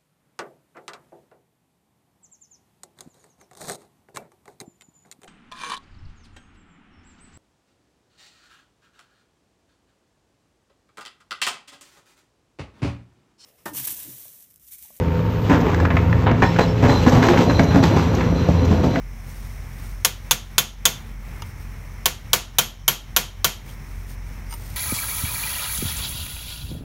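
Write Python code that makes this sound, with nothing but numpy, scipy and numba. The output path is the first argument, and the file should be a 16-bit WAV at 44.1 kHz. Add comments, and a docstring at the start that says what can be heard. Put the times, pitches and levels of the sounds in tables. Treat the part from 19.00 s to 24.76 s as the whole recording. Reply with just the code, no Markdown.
"""Hammer and chisel on a drive shaft

A hammer drives a hand-held chisel against the shaft's steel collar: four blows, a reseat, six more.
Each blow cracks, rings chisel and shaft, and dies away in the machine frame and the shed; it overloads
the microphone and ducks its gain. An engine idles, a sleeve rustles, the tools clink as they lift away."""
import sys
import numpy as np
from scipy import signal
from scipy.fft import rfft, irfft
from scipy.io import wavfile
from scipy.ndimage import uniform_filter1d
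from numba import njit

SR = 44100
rng = np.random.default_rng(int(sys.argv[2]) if len(sys.argv) > 2 else 0)


def dump(signal):
    """Clip the signal to [-1, 1] and save it as 16-bit WAV at the path in sys.argv[1]."""
    limited = np.clip(np.atleast_2d(signal).T, -1, 1)
    pcm = np.round(limited * 32767).astype(np.int16)
    wavfile.write(sys.argv[1], SR, pcm)


N = 254009
TIME_S = np.arange(N) / SR
AGE_S = TIME_S[:SR * 3 // 4]  # since an impact

# exhaust note: (multiple of firing rate, level [dB])
EXHAUST_PARTIALS = [(1, 4), (1.5, -19), (2, -3.5), (2.5, -24), (3, -12.5), (4, -39.5), (5, -17.5)]
# engine rumble and mechanical noise: (frequency [Hz], level [dB])
RUMBLE_SPECTRUM = [(20, -47), (40, -17), (62, -0.5), (110, -3.5), (190, -12.5), (310, -22), (680, -26.5),
                   (850, -24), (1550, -27), (2200, -23), (2900, -35.5), (4700, -41.5), (8000, -42.5),
                   (16000, -41)]
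# engine hiss: (frequency [Hz], level [dB])
HISS_SPECTRUM = [(4700, -52), (5250, -4), (5550, -5.5), (6200, -8), (7300, -25), (9000, -48)]
# sleeve strokes: (start [s], length [s], level [dB])
SLEEVE_STROKES = [(0.0, 1.9, -55), (0.195, 0.41, -50.5), (0.284, 0.042, -47.5), (0.755, 0.2, -49.5),
                  (2.244, 0.057, -55), (2.446, 0.08, -51.5), (2.56, 0.12, -53), (2.644, 0.3, -64),
                  (4.641, 0.12, -46), (4.777, 0.33, -55), (5.061, 0.095, -46.5), (5.236, 0.13, -55),
                  (5.503, 0.45, -45)]
# cloth friction: (frequency [Hz], level [dB])
CLOTH_SPECTRUM = [(300, 6), (1500, -3.5), (3500, -3.5), (6500, -3), (7800, -6), (9300, 1), (10400, -10.5),
                  (11500, -2.5), (16000, -4.5)]
# blows: (time [s], force [dB], chisel ring [dB], contact [s], tip spot on collar [0-2])
HAMMER_BLOWS = [(1.0483, -3.5, -2, 0.0038, 0.35), (1.3100, -2, -0.5, 0.012, 0.7),
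                (1.5813, 0, -2, 0.017, 1.1), (1.8540, 1.5, 0, 0.013, 0.96),
                (3.0575, -2.5, -3.5, 0.0027, 1.9), (3.3320, 2, -11.5, 0.0069, 2.2),
                (3.5850, 1.5, 0.5, 0.01, 1.65), (3.8798, 1.5, -1, 0.0077, 2.6),
                (4.1638, 2.5, -4, 0.01, 2.3), (4.4446, 2, -3, 0.0043, 2.6)]
# chisel and collar: (frequency [Hz], spot 0 [dB], spot 1 [dB], spot 2 [dB], t60 [s], hand damping [dB])
CHISEL_MODES = [(2947, -31, -30, -27, .2, -14), (3095, -31, -25, -20, .3, -15),
                (3190, -21, -26, -28, .33, -13), (3287, -31, -29, -23, .25, -13),
                (3420, -23, -24, -28, .12, -15), (3502, -23, -16, -32, .16, -17),
                (3647, -29, -29, -32, .15, -15), (3957, -36, -37, -28, .2, -14),
                (4810, -29, -29, -42, .15, -14), (5857, -32, -33, -26, .2, -14),
                (6317, -22, -23, -30, .15, -15), (6452, -23, -22, -33, .18, -14),
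                (6543, -25, -26, -31, .1, -15), (6783, -29, -23, -33, .18, -14),
                (7152, -33, -31, -32, .2, -12), (10928, -38, -34, -29, .18, -12),
                (11765, -28, -27, -19, .24, -13), (12659, -32, -26, -20, .25, -15),
                (14560, -22, -38, -33, .27, -7), (15534, -44, -33, -40, .12, -14)]
# shaft and guard: (frequency [Hz], level [dB], t60 [s])
SHAFT_MODES = [(137, -28, .25), (210, -39, .2), (342, -41, .18), (377, -37, .18), (425, -37, .15),
               (503, -28, .15), (624, -40, .11), (668, -31, .12), (719, -29, .12), (904, -28, .09),
               (947, -25, .1), (1007, -26, .08), (1101, -22, .09), (1198, -27, .08), (1381, -23, .09),
               (1418, -26, .08), (1513, -23, .09), (1628, -31, .1), (1744, -29, .1), (2226, -28, .1),
               (2471, -27, .1), (2624, -29, .1)]
# contact crack and clatter: (frequency [Hz], level [dB])
CRACK_SPECTRUM = [(100, -36), (300, -18), (900, -2.5), (2000, -5), (3200, 2.5), (5000, -3), (6700, 2),
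                  (8000, -7), (12000, -1.5), (13500, -10.5), (16000, -4.5)]
# reverberation of frame and shed: (frequency [Hz], level [dB], t60 [s])
ROOM_BANDS = [(60, -29, 0.36), (133, 8, 0.26), (363, 3.5, 0.3), (990, -0.5, 0.41), (2175, 6, 0.23),
              (3150, 2.5, 0.38), (5050, 0, 0.29), (7040, 4.5, 0.28), (7450, -4, 0.26), (12100, -3, 0.25),
              (15700, 7, 0.11)]
# light tool touches: (time [s], knock [dB], free ring [dB], gripped ring [dB])
TOOL_TOUCHES = [(2.4210, -28, -70, -22), (4.692, -48, -70, -23), (5.496, -51, -45, -45),
                (5.508, -42, -39, -45), (5.518, -48, -40, -45), (5.5258, -29, -36, -35),
                (5.5385, -33, -36, -35)]
# collar, lightly knocked: (frequency [Hz], level [dB], t60 [s])
KNOCK_MODES = [(930, -1, 0.045), (1180, -12, 0.083), (1280, -4, 0.027), (2170, -16, 0.1),
               (2880, -6.5, 0.043), (3900, -15, .03), (5030, -9, 0.03), (5900, -11, 0.039)]
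# chisel ringing free: (frequency [Hz], level [dB], t60 [s])
FREE_MODES = [(4960, -4, 0.038), (8950, 1, 0.08), (13200, -6, 0.15), (15100, -14, .1)]
# tip dragging on collar: (frequency [Hz], level [dB])
RASP_SPECTRUM = [(500, -20), (1000, -6), (2000, 5), (3800, -11), (5200, 5), (6300, 0), (7500, -10),
                 (16000, -7)]


def amp(db):
    """Decibels to gain."""
    return 10 ** (np.asarray(db) / 20)


def unit(x):
    """Scale to rms 1."""
    return x / np.sqrt(np.mean(x ** 2))


def fade(t60_s):
    """Exponential decay after an impact."""
    return np.exp(-np.log(1000) * AGE_S / t60_s)


def add(out, start_s, x):
    """Mix x into out."""
    i = int(start_s * SR)
    out[i:i + len(x)] += x[:N - i]


def on_log_axis(hz, points_hz, values):
    """Interpolate over log frequency."""
    return np.interp(np.log(hz + 1), np.log(points_hz), values)


def noise(spectrum, size):
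    """Shaped noise, rms 1."""
    hz = np.fft.rfftfreq(size, 1 / SR)
    gain = amp(on_log_axis(hz, *np.transpose(spectrum)))
    return unit(irfft(rfft(rng.standard_normal(size)) * gain, size))


def drift(rate_hz):
    """Smooth random drift, rms near 1.4."""
    step = int(SR / rate_hz)
    stairs = np.repeat(rng.standard_normal(N // step + 1), step)
    return 1.72 * uniform_filter1d(stairs, step)[:N]


def ring(modes, detune, build_cycles, drive=1):
    """Damped modes, building up over build_cycles; random detuning stands for the grip."""
    hz, db, t60_s = np.transpose(modes)[:, :, None]
    shift, phase = rng.standard_normal((len(modes), 2)).T[:, :, None]
    cycles = AGE_S * hz * (1 + detune * shift)
    swell = 1 - np.exp(-cycles / build_cycles)
    envelope = amp(db) * fade(t60_s) * swell * drive
    return np.sum(envelope * np.sin(2 * np.pi * (cycles + phase)), axis=0)


def engine(firing_hz=44.8, waver=0.0077):
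    """Idle: wavering exhaust partials, rumble throbbing with the firings, thin hiss."""
    firings = np.cumsum(firing_hz * (1 + waver * drift(10))) / SR
    exhaust = np.zeros(N)
    for multiple, db in EXHAUST_PARTIALS:
        flutter_db = (0.96 + 0.4 * multiple) * drift(11)
        exhaust += amp(db + flutter_db) * np.cos(2 * np.pi * multiple * firings)
    throb = 1 + 0.086 * np.cos(2 * np.pi * firings)
    rumble = noise(RUMBLE_SPECTRUM, N) * throb * amp(1.55 * drift(5.3))
    hiss = noise(HISS_SPECTRUM, N) * amp(0.5 * drift(7.94))
    return amp(-34) * unit(exhaust) + amp(-40.5) * rumble + amp(-60) * hiss


def sleeve():
    """Cloth slides as the arm shifts: strokes swell and die, fibres catch in uneven grains."""
    power = np.zeros(N)
    for start_s, length_s, db in SLEEVE_STROKES:
        progress = np.clip((TIME_S - start_s) / length_s, 0, 1)
        speed = np.abs(np.sin(np.pi * progress))
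        power += (amp(db) * speed ** 0.64) ** 2
    grains = amp(drift(250))
    return noise(CLOTH_SPECTRUM, N) * np.sqrt(power) * grains


def chisel_ring(spot, contact_s, settle_s=0.008):
    """The tip's spot weights the modes: full drive while it chatters, then the hand damps them."""
    hz, *spot_db, t60_s, grip_db = np.transpose(CHISEL_MODES)
    mode_db = [np.interp(spot, np.arange(3), levels) for levels in np.transpose(spot_db)]
    chatter = np.exp(-np.maximum(AGE_S - contact_s, 0) / settle_s)
    damped = amp(grip_db[:, None])
    drive = damped + (1 - damped) * chatter
    return amp(7.5) * ring(np.c_[hz, mode_db, t60_s], detune=0.0012, build_cycles=6, drive=drive)


def room_response(build_s=0.0039):
    """Dense reflections in frame and shed, each band with its own decay; energy 1."""
    hz = np.fft.rfftfreq(len(AGE_S), 1 / SR)
    centres_hz, levels_db, t60s_s = np.transpose(ROOM_BANDS)
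    white = rfft(rng.standard_normal(len(AGE_S)))
    tail = np.zeros(len(AGE_S))
    for share, db, t60_s in zip(np.eye(len(ROOM_BANDS)), levels_db, t60s_s):
        band = irfft(white * on_log_axis(hz, centres_hz, share), len(AGE_S))
        tail += band * amp(db) * fade(t60_s)
    tail *= 1 - np.exp(-AGE_S / build_s)
    return tail / np.sqrt(np.sum(tail ** 2))


def hammering(first_clatter_db=-2.5, seating_db_per_blow=-0.91):
    """Blows crack, ring chisel and shaft, and excite the shed; clatter weakens as the tip bites in."""
    out = np.zeros(N)
    room = room_response()
    crack_reverb = amp(13) * room
    for blow, (time_s, force_db, ring_db, contact_s, spot) in enumerate(HAMMER_BLOWS):
        chisel = amp(ring_db) * chisel_ring(spot, contact_s)
        shaft = amp(4) * ring(SHAFT_MODES, detune=0.002, build_cycles=1.6)
        clatter = amp(first_clatter_db + seating_db_per_blow * blow) * fade(t60_s=0.078)
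        crack = noise(CRACK_SPECTRUM, len(AGE_S)) * (amp(3.5) * fade(t60_s=0.0046) + clatter)
        chisel_reverb = amp(-15.5) * signal.fftconvolve(chisel, room)[:len(AGE_S)]
        add(out, time_s, amp(force_db) * (chisel + shaft + crack + crack_reverb + chisel_reverb))
    return out


def tool_clinks(tilt_db_per_octave=-7):
    """The tip knocks the collar. Gripped, the chisel clinks briefly; loose, it rings high and thin."""
    out = np.zeros(N)
    hz, spot0_db, *_, t60_s, _ = np.transpose(CHISEL_MODES)
    soft_db = spot0_db + tilt_db_per_octave * np.log2(hz / hz.min())  # soft touch: weaker high modes
    for time_s, knock_db, free_db, gripped_db in TOOL_TOUCHES:
        tick = amp(-5) * noise(CRACK_SPECTRUM, len(AGE_S)) * fade(t60_s=0.015)
        knock = ring(KNOCK_MODES, detune=0.012, build_cycles=0.49) + tick
        gripped = ring(np.c_[hz, soft_db, t60_s], detune=0.002, build_cycles=3.9) * fade(t60_s=0.14)
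        free = ring(FREE_MODES, detune=0.0025, build_cycles=5.1)
        add(out, time_s, amp(knock_db) * knock + amp(gripped_db) * gripped + amp(free_db) * free)
    return out


def tip_drag(start_s=5.44, slip_s=5.53, release_s=0.012):
    """The tip rasps across the collar, pressing harder until it slips free."""
    pressure = np.interp(TIME_S, [start_s, slip_s], [0, 1])
    release = np.exp(-np.maximum(TIME_S - slip_s, 0) / release_s)
    rasp = noise(RASP_SPECTRUM, N) * amp(2.5 * drift(400))
    return amp(-49) * rasp * pressure * release


def scene():
    """All sources at one microphone."""
    return (hammering() + tip_drag() + tool_clinks() + engine() + sleeve())[None]


@njit
def duck(x, threshold, target_db, attack_s, hold_s, release_s):
    """Gain [dB]: falls toward the target above threshold, holds, recovers."""
    gain_db, db, since_peak_s = np.zeros(len(x)), 0., 1e9
    for i in range(len(x)):
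        since_peak_s = 0. if abs(x[i]) > threshold else since_peak_s + 1 / SR
        if since_peak_s < hold_s:
            db += (target_db - db) / (attack_s * SR)
        else:
            db -= db / (release_s * SR)
        gain_db[i] = db
    return gain_db


def record(dry):
    """Blows overload the input, the gain control ducks a moment later, a low-pass cuts the top."""
    ceiling, reaction_s, cutoff_hz = 0.77, 0.01, 15700
    oversampled = signal.resample_poly(dry[0], 2, 1)
    clipped = signal.resample_poly(ceiling * np.tanh(oversampled / ceiling), 1, 2)
    fast_db = duck(clipped, threshold=0.24, target_db=-3.5, attack_s=0.00067, hold_s=0.15, release_s=0.011)
    # creeps lower through a run of blows
    slow_db = duck(clipped, threshold=0.4, target_db=-2.5, attack_s=0.8, hold_s=0.27, release_s=0.1)
    gain_db = np.interp(TIME_S - reaction_s, TIME_S, fast_db + slow_db)
    lowpass = signal.ellip(10, 0.2, 80, cutoff_hz, fs=SR, output="sos")
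    return signal.sosfilt(lowpass, clipped * amp(gain_db))[None]


dry = scene()
out = record(dry)
dump(out)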